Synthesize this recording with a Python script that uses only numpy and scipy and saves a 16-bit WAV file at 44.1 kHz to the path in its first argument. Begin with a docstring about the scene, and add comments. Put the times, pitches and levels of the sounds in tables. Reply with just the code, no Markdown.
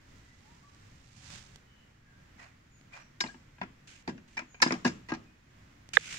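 """A room with an old dial telephone; outside air murmurs and a few far birds whistle.
A faint steady hiss lies under the first second and a half. A plastic handset is picked up
close to the microphone and fumbled onto the cradle. Fingers tick, rub and make one sharp pop.
Each contact clacks in the shell, thumps in the hollow case and rattles loose parts.
Brief rings colour the knocks and scuffs, with a few squeaks."""
import sys
import numpy as np
from scipy import signal
from scipy.fft import rfft, irfft
from scipy.io import wavfile
from scipy.ndimage import uniform_filter1d

SR = 44100
rng = np.random.default_rng(int(sys.argv[2]) if len(sys.argv) > 2 else 0)


def persist_wave(psi):
    """Save psi, clipped to +-1, as 16-bit WAV."""
    counts = np.round(np.clip(psi, -1, 1) * 32767).astype(np.int16)
    wavfile.write(sys.argv[1], SR, np.atleast_2d(counts).T)


N = 272538
TIME_S = np.arange(N) / SR

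# Stereo field. Each row: frequency in Hz, left-right correlation.
CORRELATION = [(60, 1), (150, 0.97), (250, 0.85), (400, 0.14), (800, -0.33), (2000, 0.12), (12000, -0.12)]
# Shading of a source off to the right. Each row: frequency in Hz, left minus right in dB.
SIDE_SHADE = [(250, 0), (800, -4), (2000, -4), (6000, -10.5), (15000, -1)]
# Noise spectra. Each row: frequency in Hz, relative level in dB.
AIR_SPECTRUM = [(20, -6), (60, -3), (126, -1.5), (200, -8.5), (250, -8), (400, -17), (700, -20),
                (1200, -19.5), (1900, -17.5), (3000, -24.5), (3900, -28.7), (7200, -31.2), (9000, -43),
                (15500, -44)]
ROOM_SPECTRUM = [(70, 0), (220, 11.5), (500, -3.5), (1600, -2), (3500, -3.5), (7400, -2), (8800, -19.5),
                 (15500, -37.5)]
HISS_SPECTRUM = [(29, -22), (50, -13.5), (113, 1.5), (214, -12.5), (259, -17.5), (518, -35), (570, -14),
                 (643, -36), (742, -15.5), (876, -20), (2280, -17.5), (7330, -21.5), (15000, -54)]
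SLIP_SPECTRUM = [(88, -8), (150, -2), (687, -14.5), (1180, -9.5), (1540, -0.5), (1870, -1.5), (2360, 3),
                 (4290, -5.5), (6940, -3.5), (7640, -6.5), (11900, -30.5), (13600, -29), (15000, -44)]
SCUFF_SPECTRUM = [(400, -20), (600, 0), (800, -1.5), (1000, 0), (1250, -0.5), (1700, 0.5), (1930, 1.5),
                  (2150, -3.5), (2420, 0), (3100, -12.5), (5000, -14.5), (7300, -17), (9000, -29),
                  (15000, -42)]
SHELL_SPECTRUM = [(70, -6.5), (160, -7.5), (370, -2.5), (540, -5.5), (750, -2), (980, 0), (1300, -3),
                  (1650, 2), (2500, -1.5), (3200, -9), (4400, 1), (5600, 3), (7200, -5.5), (8800, -22),
                  (15500, -40.5)]
# Bird calls. Each row: start and end in seconds, start and end pitch in Hz, relative level in dB.
BIRD_CALLS = [(0.38, 0.62, 730, 1080, -65), (0.59, 0.74, 1130, 1165, -62.5),
              (0.12, 0.47, 2030, 1974, -67.5), (1.602, 1.92, 3050, 2900, -68), (1.95, 2.3, 1680, 1580, -69),
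              (2.674, 2.841, 7130, 6420, -69.5), (2.955, 3.093, 5850, 5600, -67.5),
              (4.448, 4.61, 6930, 6520, -64), (5.22, 5.358, 2520, 2440, -67.5)]
# Slips that catch abruptly. Each row: start and end in seconds, start and end level in dB.
GRIP_SLIPS = [(3.873, 4.027, -52, -64), (4.278, 4.364, -65, -64.5), (5.934, 5.964, -37, -36.5),
              (5.96, 6.125, -52.5, -42), (6.125, 6.194, -41, -47)]
# Swells. Each row: time of full level in seconds, hold in seconds, relative level in dB.
HISS_SWELLS = [(.1, 1.45, -71.3), (1.19, .06, -71), (1.312, .06, -53.5)]  # steady background hiss, then two finger strokes
HANDSET_SCUFFS = [(2.397, .04, -53), (2.937, .04, -50.5)]
# Ticks of the grip. Each row: start in seconds, peak in dB.
GRIP_TICKS = [(0.747, -48), (1.261, -41), (1.303, -33.5), (1.358, -34.5), (1.559, -33.5), (2.812, -47),
              (5.240, -53), (5.890, -34.5)]
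# Brief rings and squeaks. Each row: start in seconds, T60 in seconds, pitch in Hz, level in dB.
BRIEF_RINGS = [(2.385, .2, 1925, -57.5), (2.925, .22, 2423, -50), (3.205, .022, 3840, -26),
               (3.207, .022, 2200, -28), (3.273, .025, 4020, -44), (3.286, .12, 1606, -46),
               (3.614, .03, 820, -31.5), (4.076, .03, 4700, -44), (4.374, .08, 2357, -30.5),
               (4.675, .016, 5130, -32), (4.722, .023, 5200, -32)]
# Modes of handset and case. Each row: frequency in Hz, relative level in dB, T60 in seconds.
PHONE_MODES = [(167, -8.5, .1), (197, -0.5, .07), (245.7, 2, 0.12), (328, -1.5, 0.12), (382, -2.5, 0.055),
               (682, -6, .06), (767, -3, .07), (886, -1, 0.063), (992, 5, 0.038), (1100, -12, 0.049),
               (1390, -4.5, .05), (1628, 6.5, 0.075), (1800, 4.5, 0.02), (2044, -4, .05),
               (2396, -2.5, 0.093), (2518, -7.5, 0.076), (2820, -3, .05), (3824, -7, 0.066),
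               (4360, -3, .07), (4880, -5.5, .06), (5000, 1, .1), (5080, 2, .06), (5420, -7, 0.1),
               (5550, -6, .08), (6340, -8.5, 0.036), (7047, -7, .06)]
# Thump, knock, clack and tick bands. Each row: low edge in Hz, high edge in Hz.
CONTACT_BANDS_HZ = [(85, 470), (500, 1250), (1250, 3000), (3000, 12000)]
# Handset on cradle. Each row: start in seconds, length in seconds, clack level in dB,
# weight (thump above clack) in dB, softness (tick below clack) in dB.
CRADLE_CONTACTS = [(3.2042, .0053, -30.5, -22, 0.5), (3.2375, .0015, -40.5, 0, 28),
                   (3.26, .006, -47, -7, 18), (3.283, .006, -57, -10, 12), (3.343, .003, -59, 5, 24),
                   (3.583, .002, -60, -8, 18), (3.614, .003, -37.5, -4, 23), (3.632, .004, -48.5, -3, 16),
                   (4.076, .002, -42, 6, 10), (4.087, .005, -46, 5, 9), (4.178, .002, -58, -20, 12),
                   (4.369, .0094, -38.5, -15, 10), (4.39, .0033, -39, -14, 12), (4.417, .004, -55, 4, 16),
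                   (4.544, .0024, -53, -20, 24), (4.601, .002, -48, -10, 16), (4.6186, .0038, -30, -17, -2),
                   (4.622, .0059, -18.3, -18, 4.7), (4.661, .008, -35, 6, 21), (4.7065, .003, -32, -4, 25),
                   (4.7215, .002, -37, 5.5, 5), (4.8468, .0023, -37, 7, 6), (4.8505, .003, -30, 3, 9),
                   (4.859, .0053, -33.5, -0.5, 8), (4.875, .006, -39, -20, 3),
                   (5.0865, .014, -42.5, -11, 10), (5.103, .005, -47, -10, 11),
                   (5.1185, .004, -36.5, 5, 18), (5.146, .004, -49, -15, 7)]


def from_db(db):
    return 10 ** (np.asarray(db) / 20)


def rms(x):
    return np.sqrt(np.mean(x ** 2) + 1e-24)


def pan(left_db):
    return from_db(np.array([[left_db], [-left_db]]) / 2)


def at_hz(points, hz):
    knots_hz, values = np.transpose(points)
    return np.interp(np.log(np.maximum(hz, 1)), np.log(knots_hz), values)


def add(out, start_s, sound):
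    i = round(start_s * SR)
    out[:, i:i + sound.shape[-1]] += sound[..., :N - i]


def drift(rate_hz, size=N):
    """Straight lines between Gaussian random points."""
    position = np.arange(size) / SR * rate_hz
    count = int(position[-1]) + 2
    return np.interp(position, np.arange(count), rng.standard_normal(count))


def noise(spectrum, size=N, aside=0.0):
    """Coloured stereo noise, rms 1, correlated in the bass; aside shades the left."""
    hz = np.fft.rfftfreq(size, 1 / SR)
    mid, side = rfft(rng.standard_normal((2, size)))
    alike = np.clip(at_hz(CORRELATION, hz), -1, 1)
    sign = np.array([[1], [-1]])
    gain = from_db(at_hz(spectrum, hz) + sign * aside * at_hz(SIDE_SHADE, hz) / 2)
    x = irfft((np.sqrt(1 + alike) * mid + np.sqrt(1 - alike) * side * sign) * gain, size)
    return x / rms(x)


def whistle(hz, width_hz):
    """Tone on a pitch track, rms 1; each side wavers separately."""
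    waver = np.array([drift(4 * width_hz, len(hz)) for _ in range(2)])
    cycles = np.cumsum(hz + width_hz * waver, axis=1) / SR + rng.random((2, 1))
    return np.sqrt(2) * np.sin(2 * np.pi * cycles)


def outside_air(level_db=-58.9, waver_db=1.7):
    """Low murmur with a faint hiss, stronger on the right."""
    return from_db(level_db + waver_db * drift(5.9)) * noise(AIR_SPECTRUM, aside=.42)


def far_birds(waver_share=.02, echo_t60_s=.57, echo_db=-3.5, direct_db=-2.0):
    """Thin whistles, smeared by echoes from walls and trees."""
    out, t = np.zeros((2, N)), np.arange(2 ** 14) / SR
    for start_s, end_s, start_hz, end_hz, db in BIRD_CALLS:
        size = int((end_s - start_s) * SR)
        hz = np.linspace(start_hz, end_hz, size)
        call = from_db(db) * np.hanning(size) * whistle(hz, waver_share * start_hz)
        echoes = rng.standard_normal((2, len(t))) * from_db(-60 * t / echo_t60_s)
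        echoes /= np.linalg.norm(echoes[0])
        add(out, start_s, from_db(direct_db) * call)
        add(out, start_s, from_db(echo_db) * signal.fftconvolve(call, echoes, axes=1))
    return out


def swell_envelope(rows, rise_db_per_s, fall_db_per_s):
    """Each row rises, holds and fades."""
    envelope = np.zeros(N)
    for full_s, hold_s, db in rows:
        before_db = rise_db_per_s * np.maximum(full_s - TIME_S, 0)
        after_db = fall_db_per_s * np.maximum(TIME_S - full_s - hold_s, 0)
        envelope += from_db(db - before_db - after_db)
    return envelope


def hiss_and_rubbing(hiss_gain_db=4.5, grain_db=2.0, edge_s=.002):
    """Faint background hiss for the first 1.5 s; grainy strokes, scuffs and slips of the grip."""
    slip = np.zeros(N)
    for start_s, end_s, start_db, end_db in GRIP_SLIPS:
        sliding = (TIME_S >= start_s) & (TIME_S <= end_s)
        slip += sliding * from_db(np.interp(TIME_S, [start_s, end_s], [start_db, end_db]))
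    slip = uniform_filter1d(slip, int(edge_s * SR))
    hiss = swell_envelope(HISS_SWELLS, rise_db_per_s=125, fall_db_per_s=155)
    scuff = swell_envelope(HANDSET_SCUFFS, rise_db_per_s=700, fall_db_per_s=190)
    out = slip * noise(SLIP_SPECTRUM, aside=.48)
    out += hiss * from_db(hiss_gain_db) * noise(HISS_SPECTRUM, aside=1.12)
    out += scuff * noise(SCUFF_SPECTRUM, aside=.93)
    return out * from_db(grain_db * drift(250))


def grip_ticks(t60_s=.013):
    """Dry ticks of skin and casing."""
    out, t = np.zeros((2, N)), np.arange(2 ** 11) / SR
    for start_s, peak_db in GRIP_TICKS:
        tick = noise(HISS_SPECTRUM, len(t), aside=.84) * from_db(-60 * t / t60_s)
        add(out, start_s, tick * from_db(peak_db) / np.abs(tick).max())
    return out


def finger_pop(start_s=5.9697, level_db=-.4, left_db=-15.0, left_lag_s=.0006, overtone=.18):
    """Sharp pop at the right microphone port; falls in pitch, reflects once off the case."""
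    start_hz, end_hz, half_fall_s = 1830, 470, .0031
    attack_s, hold_s, t60_s = .0006, .0016, .005
    tail_db, tail_t60_s = -8.5, .018
    bounce_s, bounce_db = .002405, -10.5
    out, t = np.zeros((2, N)), np.arange(2 ** 10) / SR
    hz = end_hz + (start_hz - end_hz) / (1 + (t / half_fall_s) ** 6)
    phase = 2 * np.pi * np.cumsum(hz) / SR
    decay_s = np.maximum(t - attack_s - hold_s, 0)
    decay_db = np.maximum(-60 * decay_s / t60_s, tail_db - 60 * decay_s / tail_t60_s)
    envelope = np.minimum(t / attack_s, 1) * from_db(decay_db)
    pop = from_db(level_db) * envelope * np.sin(phase + 2 * overtone * envelope * np.sin(phase))
    for arrival_s, gain in [(start_s, 1), (start_s + bounce_s, from_db(bounce_db))]:
        add(out[1:], arrival_s, gain * pop)
        add(out[:1], arrival_s + left_lag_s, gain * from_db(left_db) * pop)
    return out


def brief_rings(left_db=6.0, swell_share=.06, waver_cycles=6.0):
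    """Decaying tones that colour knocks and scuffs, and a few squeaks; shorter ones are rougher."""
    out, t = np.zeros((2, N)), np.arange(2 ** 13) / SR
    for start_s, t60_s, hz, db in BRIEF_RINGS:
        swell_s = swell_share * t60_s
        envelope = np.minimum(t / swell_s, 1) * from_db(db - 60 * np.maximum(t - swell_s, 0) / t60_s)
        add(out, start_s, envelope * whistle(np.full(len(t), hz), waver_cycles / t60_s))
    return out * pan(left_db)


def phone_response(t, scatter_db=3.0, grip_detune=.012, right_lag_s=.00022):
    """One blow: clear modes detuned by the hand's load, a crack of dense shell modes, the room."""
    shell_db, shell_t60_s = 15.5, .036
    room_db, room_t60_s, room_rise_s = -7.0, .41, .0089
    out = np.zeros((2, len(t)))
    port_t = t - np.array([[0], [right_lag_s]])
    for hz, db, t60_s in PHONE_MODES:
        hz *= 1 + grip_detune * min(1, 300 / hz) * rng.normal()
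        # High modes reach the two sides with unrelated phases.
        spread_rad = np.sqrt(1 - np.clip(at_hz(CORRELATION, hz), 0, 1)) * min(hz / 3000, 2)
        phase = 2 * np.pi * hz * port_t + spread_rad * rng.normal(0, 1, (2, 1))
        polarity = rng.choice([-1, 1])
        out += polarity * from_db(db + rng.normal(0, scatter_db) - 60 * t / t60_s) * np.sin(phase)
    crack = noise(SHELL_SPECTRUM, len(t)) * from_db(shell_db - 60 * t / shell_t60_s)
    room = noise(ROOM_SPECTRUM, len(t)) * from_db(room_db - 60 * t / room_t60_s)
    return out + crack + room * (1 - np.exp(-t / room_rise_s))


def rocking(firm_db=-38.5, delay_s=.018, length_s=.004, loss_db=13, weight_db=-12, softness_db=7.5):
    """Extra contact rows: after each firm thump the handset rocks back lightly onto an edge."""
    thumps = [(start_s, clack_db + above_db) for start_s, _, clack_db, above_db, _ in CRADLE_CONTACTS]
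    return [(start_s + delay_s, length_s, thump_db - loss_db, weight_db, softness_db)
            for start_s, thump_db in thumps if thump_db > firm_db]


def handset_on_cradle(chatter=.4, rattle=.35, rattle_t60_s=.13, thump_rise_s=.0026):
    """Each contact drives the phone with a first push, tiny slips and a rattle of loose parts."""
    band_left_db = (0, 5.5, 2, -2)
    out, t = np.zeros((2, N)), np.arange(2 ** 14) / SR
    onset = t < .02
    for start_s, length_s, clack_db, weight_db, softness_db in CRADLE_CONTACTS + rocking():
        slips = rng.standard_normal(len(t)) * (rng.random(len(t)) < .15)
        loose = rng.standard_normal(len(t)) * (rng.random(len(t)) < .012)
        force = chatter * slips * (t < length_s) + rattle * loose * from_db(-60 * t / rattle_t60_s)
        force[0] = 1
        response = phone_response(t)
        clatter = signal.fftconvolve(response, force[None], axes=1)[:, :len(t)]
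        # The heavy case answers only the first push, and builds up gradually.
        thump = response * (1 - np.exp(-t / thump_rise_s))
        knock_db = clack_db - .5 + .3 * weight_db
        levels_db = [clack_db + weight_db, knock_db, clack_db, clack_db - softness_db]
        sources = [thump, clatter, clatter, clatter]
        for source, edges_hz, db, left_db in zip(sources, CONTACT_BANDS_HZ, levels_db, band_left_db):
            bandpass = signal.butter(3, edges_hz, "band", fs=SR, output="sos")
            part = signal.sosfilt(bandpass, source) * pan(left_db)
            add(out, start_s, part * from_db(db) / rms(part[:, onset]))
    return out


def scene():
    close = handset_on_cradle() + brief_rings() + grip_ticks() + hiss_and_rubbing() + finger_pop()
    return close + far_birds() + outside_air()


def record(dry):
    """Clip at full scale, then a steep low-pass."""
    cutoff_hz = 15700
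    lowpass = signal.ellip(10, .1, 80, cutoff_hz, fs=SR, output="sos")
    return signal.sosfilt(lowpass, np.clip(dry, -1, 1))


dry = scene()
out = record(dry)
persist_wave(out)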